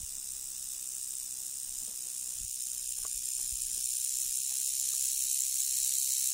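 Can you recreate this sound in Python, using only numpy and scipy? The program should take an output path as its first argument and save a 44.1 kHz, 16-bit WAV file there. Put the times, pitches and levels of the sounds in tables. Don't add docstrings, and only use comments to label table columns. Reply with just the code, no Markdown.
import sys
import numpy as np
from scipy import signal
from scipy.fft import rfft, irfft
from scipy.io import wavfile
from scipy.ndimage import uniform_filter1d

SR = 44100
rng = np.random.default_rng(int(sys.argv[2]) if len(sys.argv) > 2 else 0)


def invert_db(x):
    u = np.asarray(x, float) / 20
    return 10 ** u


def wav_record(signal):
    frames = np.transpose(np.atleast_2d(signal))
    bounded = np.clip(frames, -1, 1)
    quanta = np.round(bounded * 32767).astype(np.int16)
    wavfile.write(sys.argv[1], SR, quanta)


N = 279153

# (time [s], lead [swings])
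SWING_LEAD = [(0.0, -0.2), (0.2, 0.44), (0.5, 1.1), (0.8, 1.53), (1.2, 1.95), (1.5, 2.13), (1.6, 2.52),
              (1.8, 2.77), (2.8, 2.75), (3.1, 2.6), (3.6, 2.53), (4.0, 2.37), (4.2, 2.63), (4.4, 2.85),
              (5.0, 4.31), (5.4, 5.29), (6.33, 7.4)]
# (time [s], level [dB])
RATTLE_LEVEL = [(0.0, -40), (0.54, -39.5), (0.93, -38.5), (1.37, -39), (2.4, -37.5), (3.35, -35.5),
                (3.44, -35), (3.5, -35.5), (3.97, -33), (4.2, -33), (5.34, -30.5), (5.43, -32), (5.82, -30),
                (6.33, -30.5)]
# (frequency [Hz], level [dB per Hz])
FAR_COLOUR = [(880, -92.5), (1500, -55.5), (2000, -36.5), (2250, -24), (2800, -15.5), (3250, -20),
              (3520, -13.5), (4290, -13.5), (5020, -7), (5770, -5.5), (8320, 2.5), (10000, -5.5),
              (11800, -11.5), (15100, -9), (16000, -24.5)]
HALF_WAY_COLOUR = [(880, -97), (1500, -33.5), (2100, -31.5), (2440, -21.5), (4040, -17), (4640, -14),
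                   (5120, -8.5), (5940, -10), (7390, -0.5), (8000, -10.5), (8740, -1), (9850, -4),
                   (10800, -12), (13900, -15), (16000, -57)]
NEAR_COLOUR = [(880, -94), (1500, -36), (2740, -23), (3480, -21.5), (4000, -12), (4550, -15.5), (4870, -12),
               (5280, -13), (7320, -4), (7840, -5), (8400, -9.5), (9750, -7.5), (12700, -15.5),
               (14600, -15), (16000, -49)]
COLOUR_TIMES = [0.87, 3.3, 5.96]
# (frequency [Hz], width [Hz], depth [dB])
ECHO_NOTCHES = [
    [(2200, 100, 4), (3220, 80, 1), (4280, 170, 7), (4750, 130, 7)],
    [(2100, 100, 3), (3300, 100, 0), (4200, 100, 4), (4720, 130, 9)],
    [(1900, 100, 2), (3520, 110, 4), (4250, 80, 2), (4900, 150, 12)],
]
# (place in swing [0-1], level [dB])
SWING_CHATTER = [(0, 1.6), (.06, 1.6), (.17, -3.5), (.26, -12), (.36, -12), (.46, -4), (.54, -1),
                 (.85, -.8), (1, 1.6)]
# (frequency [Hz], share [1])
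SWING_FOLLOW = [(1500, 0.3), (3000, 1.1), (5500, 1.0), (7000, 1.3), (10000, 1.7), (11500, 1.05),
                (16000, 1.6)]
# (place in swing [0-1], spread [swings], pitch [Hz], pitch spread [octaves],
# left swing [dB], right swing [dB])
SEGMENT_KNOCKS = [(.05, .05, 8700, .08, 6, 3), (.06, .05, 9700, .06, 2.5, 6), (.07, .05, 11800, .06, 3, 8),
                  (.06, .05, 14300, .12, 4.5, 5.5), (.03, .055, 7300, .1, 5, 3.5),
                  (.52, .055, 5600, .15, 7, 8), (.7, .05, 10000, .1, 3, 5), (.87, .06, 4000, .15, 6.5, 2),
                  (.82, .06, 2800, .2, 3, 6), (.5, .07, 3100, .25, 4, 4), (.08, .08, 3400, .35, -2, -6)]
# (time [s], peak [dB], pitch factor [1], time to fade 60 dB [s], scuff share [0-1])
HAND_TAPS = [(.17, -51, .35, .05, .7), (1.822, -48, .25, .12, .7), (1.878, -47, .42, .11, .7),
             (1.91, -52, .6, .05, .8), (2.06, -58, .6, .15, .95), (2.988, -46, .75, .03, .3),
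             (3.05, -29, 1, .024, .12), (3.39, -57, .7, .25, .95), (3.771, -51, .6, .07, .9),
             (4.518, -44, .72, .03, .15), (4.935, -41, 1.06, .025, .15), (6.259, -60, .95, .04, .6)]
# (frequency [Hz], level [dB])
CASE_MODES = [(480, -9), (630, -5), (877, -14), (1141, 0), (1380, -16), (1940, -18)]
# (time [s], peak [dB], frequency [Hz])
AIR_PUFFS = [(0.031, -44, 59), (2.407, -45.5, 51.3), (2.44, -47.5, 71), (3.522, -42, 44.8),
             (3.727, -56, 36.8), (4.269, -53.5, 26)]
# (frequency [Hz], level [dB per Hz])
WIND_COLOUR = [(8.8, -19), (15, 11), (43, -0.5), (203, -19), (300, -24.5), (390, -36.5), (660, -120)]
# (middle [s], half length [s], peak [dB])
WIND_GUSTS = [(0.0, .015, -40), (0.126, 0.051, -62.5), (0.44, 0.24, -64.5), (1.21, 0.15, -74),
              (1.733, 0.096, -62), (2.266, 0.054, -65), (2.428, 0.059, -56), (2.834, 0.13, -64),
              (3.037, 0.027, -54), (3.165, 0.063, -59), (3.527, 0.19, -60.5), (3.752, 0.14, -59.5),
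              (4.075, 0.11, -72), (4.28, 0.038, -58), (5.02, 0.14, -63.5), (5.283, 0.035, -74),
              (5.85, .15, -64.5), (6.277, 0.061, -75)]
# (frequency [Hz], level [dB per Hz])
HISS_COLOUR = [(120, 0), (250, -3), (500, -7.5), (1000, -8), (2000, -7), (5000, -27), (16000, -19)]
# (frequency [Hz], threshold [dB per bin])
DROWN_LEVEL = [(60, -66.5), (200, -51), (400, -51), (1000, -52.5), (1400, -56), (2200, -50.5), (3000, -56),
               (16000, -60)]
# (frequency [Hz], step [dB])
GRAIN_STEP = [(100, -14), (400, -6), (800, .5), (1500, 3.5), (4500, 5.5), (6500, 4), (8500, 1), (10000, 3),
              (11000, 8.6), (15500, 8.8)]
# (middle [s], half length [s], rise of threshold [dB])
THIN_MOMENTS = [(1.05, .04, 4), (2.515, .04, 12), (2.635, .02, 9), (2.865, .02, 9), (2.945, .018, 11),
                (3.01, .012, 9), (3.12, .03, 6), (3.19, .03, 6), (3.3, .05, 5), (3.6, .1, 5),
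                (3.86, .04, 10), (4.1, .2, 4), (4.36, .02, 8), (4.43, .05, 4), (4.67, .03, 6),
                (5.01, .04, 5), (5.19, .03, 10), (5.32, .025, 9), (5.6, .15, 4), (5.84, .02, 7),
                (6.03, .035, 11)]


def evened(x):
    return x / np.sqrt(np.mean(x ** 2) + 1e-20)


def read(points, hz):
    f, value = np.transpose(points)
    return np.interp(np.log(hz + 1), np.log(f + 1), value)


def curve(rows):
    s, value = np.transpose(rows)
    return np.interp(np.arange(N) / SR, s, value)


def bump(t, middle, half):
    return np.exp(-((t - middle) / half) ** 2)


def add(mix, s, sound):
    part = mix[max(round(s * SR), 0):][:len(sound)]
    part += sound[:len(part)]


def coloured(x, db_of_hz):
    gain_db = np.maximum(db_of_hz(np.fft.rfftfreq(4096, 1 / SR)), -100)
    cepstrum = irfft(np.log(invert_db(gain_db)))
    cepstrum[1:2048] *= 2
    cepstrum[2049:] = 0
    return signal.oaconvolve(x, irfft(np.exp(rfft(cepstrum))))[:N]


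def knock_ring(hz):
    cycles, linger = 8, .05
    u = np.arange(round(60 * SR / hz)) * hz / SR / cycles
    fade = u * np.exp(-4 * u) + linger * u * np.exp(-1.5 * u)
    ring = fade * np.sin(2 * np.pi * u * cycles)
    return ring / np.linalg.norm(ring) * np.sqrt(hz)


def knocks():
    swings_per_s, knocks_per_s = 63.4, 2000
    turns = swings_per_s * np.arange(N) / SR + curve(SWING_LEAD)
    place, swing = turns % 1, np.floor(turns + .65).astype(int)
    swing_db = 1.3 * np.interp(place, *np.transpose(SWING_CHATTER))
    force_db = .45 * rng.standard_normal(500)[swing]
    force_db = force_db + .7 * evened(uniform_filter1d(rng.standard_normal(N), size=40))
    out = np.zeros(N)
    for hz in np.geomspace(1500, 16500, num=66):
        hit = np.flatnonzero(rng.random(N) < knocks_per_s / SR)
        db = read(SWING_FOLLOW, hz) * (swing_db[hit] + force_db[hit])
        for at, spread, segment_hz, octaves, *side_db in SEGMENT_KNOCKS:
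            time_off = ((place[hit] - at + .5) % 1 - .5) / spread
            pitch_off = np.log2(hz / segment_hz) / octaves
            closeness = np.exp(-(time_off ** 2 + pitch_off ** 2) / 2)
            db = db + np.array(side_db)[swing[hit] % 2] * closeness
        size_db = 1.6 * np.minimum(rng.exponential(1, len(hit)), 3.8)
        train = np.zeros(N)
        train[hit] = invert_db(db + size_db) * rng.choice([-1, 1], len(hit))
        out += signal.oaconvolve(train, knock_ring(hz))[:N]
    return evened(out)


def rattle():
    x, out = knocks(), np.zeros(N)
    colours = [FAR_COLOUR, HALF_WAY_COLOUR, NEAR_COLOUR]
    for k, (colour, notches) in enumerate(zip(colours, ECHO_NOTCHES)):
        def shape(hz):
            cut_db = sum(db * bump(hz, f, width) for f, width, db in notches)
            return read(colour[:-1], hz) - cut_db

        share = np.interp(np.arange(N) / SR, COLOUR_TIMES, np.eye(3)[k])
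        out += share * evened(coloured(x, shape))
    return invert_db(curve(RATTLE_LEVEL)) * out


def handling():
    out, t = np.zeros(N), np.arange(4000) / SR
    for s, db, hz in AIR_PUFFS:
        push = 4.8 * t * hz * 2.8 * np.exp(-t * hz * 3.24)
        add(out, s, -invert_db(db) * push * np.cos(2 * np.pi * hz * t))
    for s, db, pitch, t60, scuff in HAND_TAPS:
        ring = sum(invert_db(mode_db) * np.sin(2 * np.pi * hz * pitch * t) for hz, mode_db in CASE_MODES)
        band = signal.butter(2, [250 * pitch, 1500 * pitch], "band", fs=SR)
        rub = evened(signal.lfilter(*band, rng.standard_normal(len(t))))
        fade = invert_db(db - 4 - 60 * t / t60) * np.minimum(t / .001, 1)
        add(out, s, fade * ((1 - scuff) * ring + scuff * rub))
    return out


def air():
    breeze_db, hiss_db = -72, -65
    wind = evened(coloured(rng.standard_normal(N), lambda hz: read(WIND_COLOUR, hz)))
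    hiss = evened(coloured(rng.standard_normal(N), lambda hz: read(HISS_COLOUR, hz)))
    t = np.arange(N) / SR
    blow = invert_db(breeze_db) + sum(invert_db(db) * bump(t, s, half) for s, half, db in WIND_GUSTS)
    return blow * wind + invert_db(hiss_db) * hiss


def scene():
    return (rattle() + handling() + air())[None]


def thinned(x):
    top_hz, wander_spread_db = 15790, 2.5
    n, k = np.arange(2048)[:, None] + .5, np.arange(768) + .5
    basis = np.sin(np.pi * n / 2048) * np.cos(np.pi / 1024 * (n + 512) * k) / np.sqrt(512)
    blocks = np.pad(x, (1024, 2048 - N % 1024)).reshape(-1, 1024)
    c = np.hstack([blocks[:-1], blocks[1:]]) @ basis
    hz, t = k * SR / 2048, np.arange(len(c)) * 1024 / SR
    power = (c ** 2).reshape(len(c), -1, 8).mean(2)
    total = (c ** 2).sum(1)[:, None] + 1e-15
    wander = evened(uniform_filter1d(rng.standard_normal(power.shape), size=3, axis=0))
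    band_db = 10 * np.log10(power / total + 1e-15) + wander_spread_db * wander
    rise_db = -.9 + 1.0 * rng.standard_normal(len(t))
    rise_db = rise_db + sum(db * np.minimum(2 * bump(t, s, half), 1) for s, half, db in THIN_MOMENTS)
    drown_db = read(DROWN_LEVEL, hz) + rise_db[:, None] * np.clip((2700 - hz) / 1100, 0, 1)
    nearby = uniform_filter1d(uniform_filter1d(c ** 2, size=48), size=3, axis=0)
    step = invert_db(read(GRAIN_STEP, hz)) * np.sqrt(nearby + 1e-20)
    c = np.sign(c) * np.floor(abs(c) / step + .4) * step
    c = c * (np.repeat(band_db, 8, axis=1) > drown_db) * (hz < top_hz)
    frames = c @ basis.T
    return (frames[1:, :1024] + frames[:-1, 1024:]).ravel()[:N]


def top_cut(x):
    return signal.sosfilt(signal.butter(12, 16330, fs=SR, output="sos"), x)


def record(dry):
    mix = thinned(dry[0])[None]
    return top_cut(mix)


dry = scene()
out = record(dry)
wav_record(out)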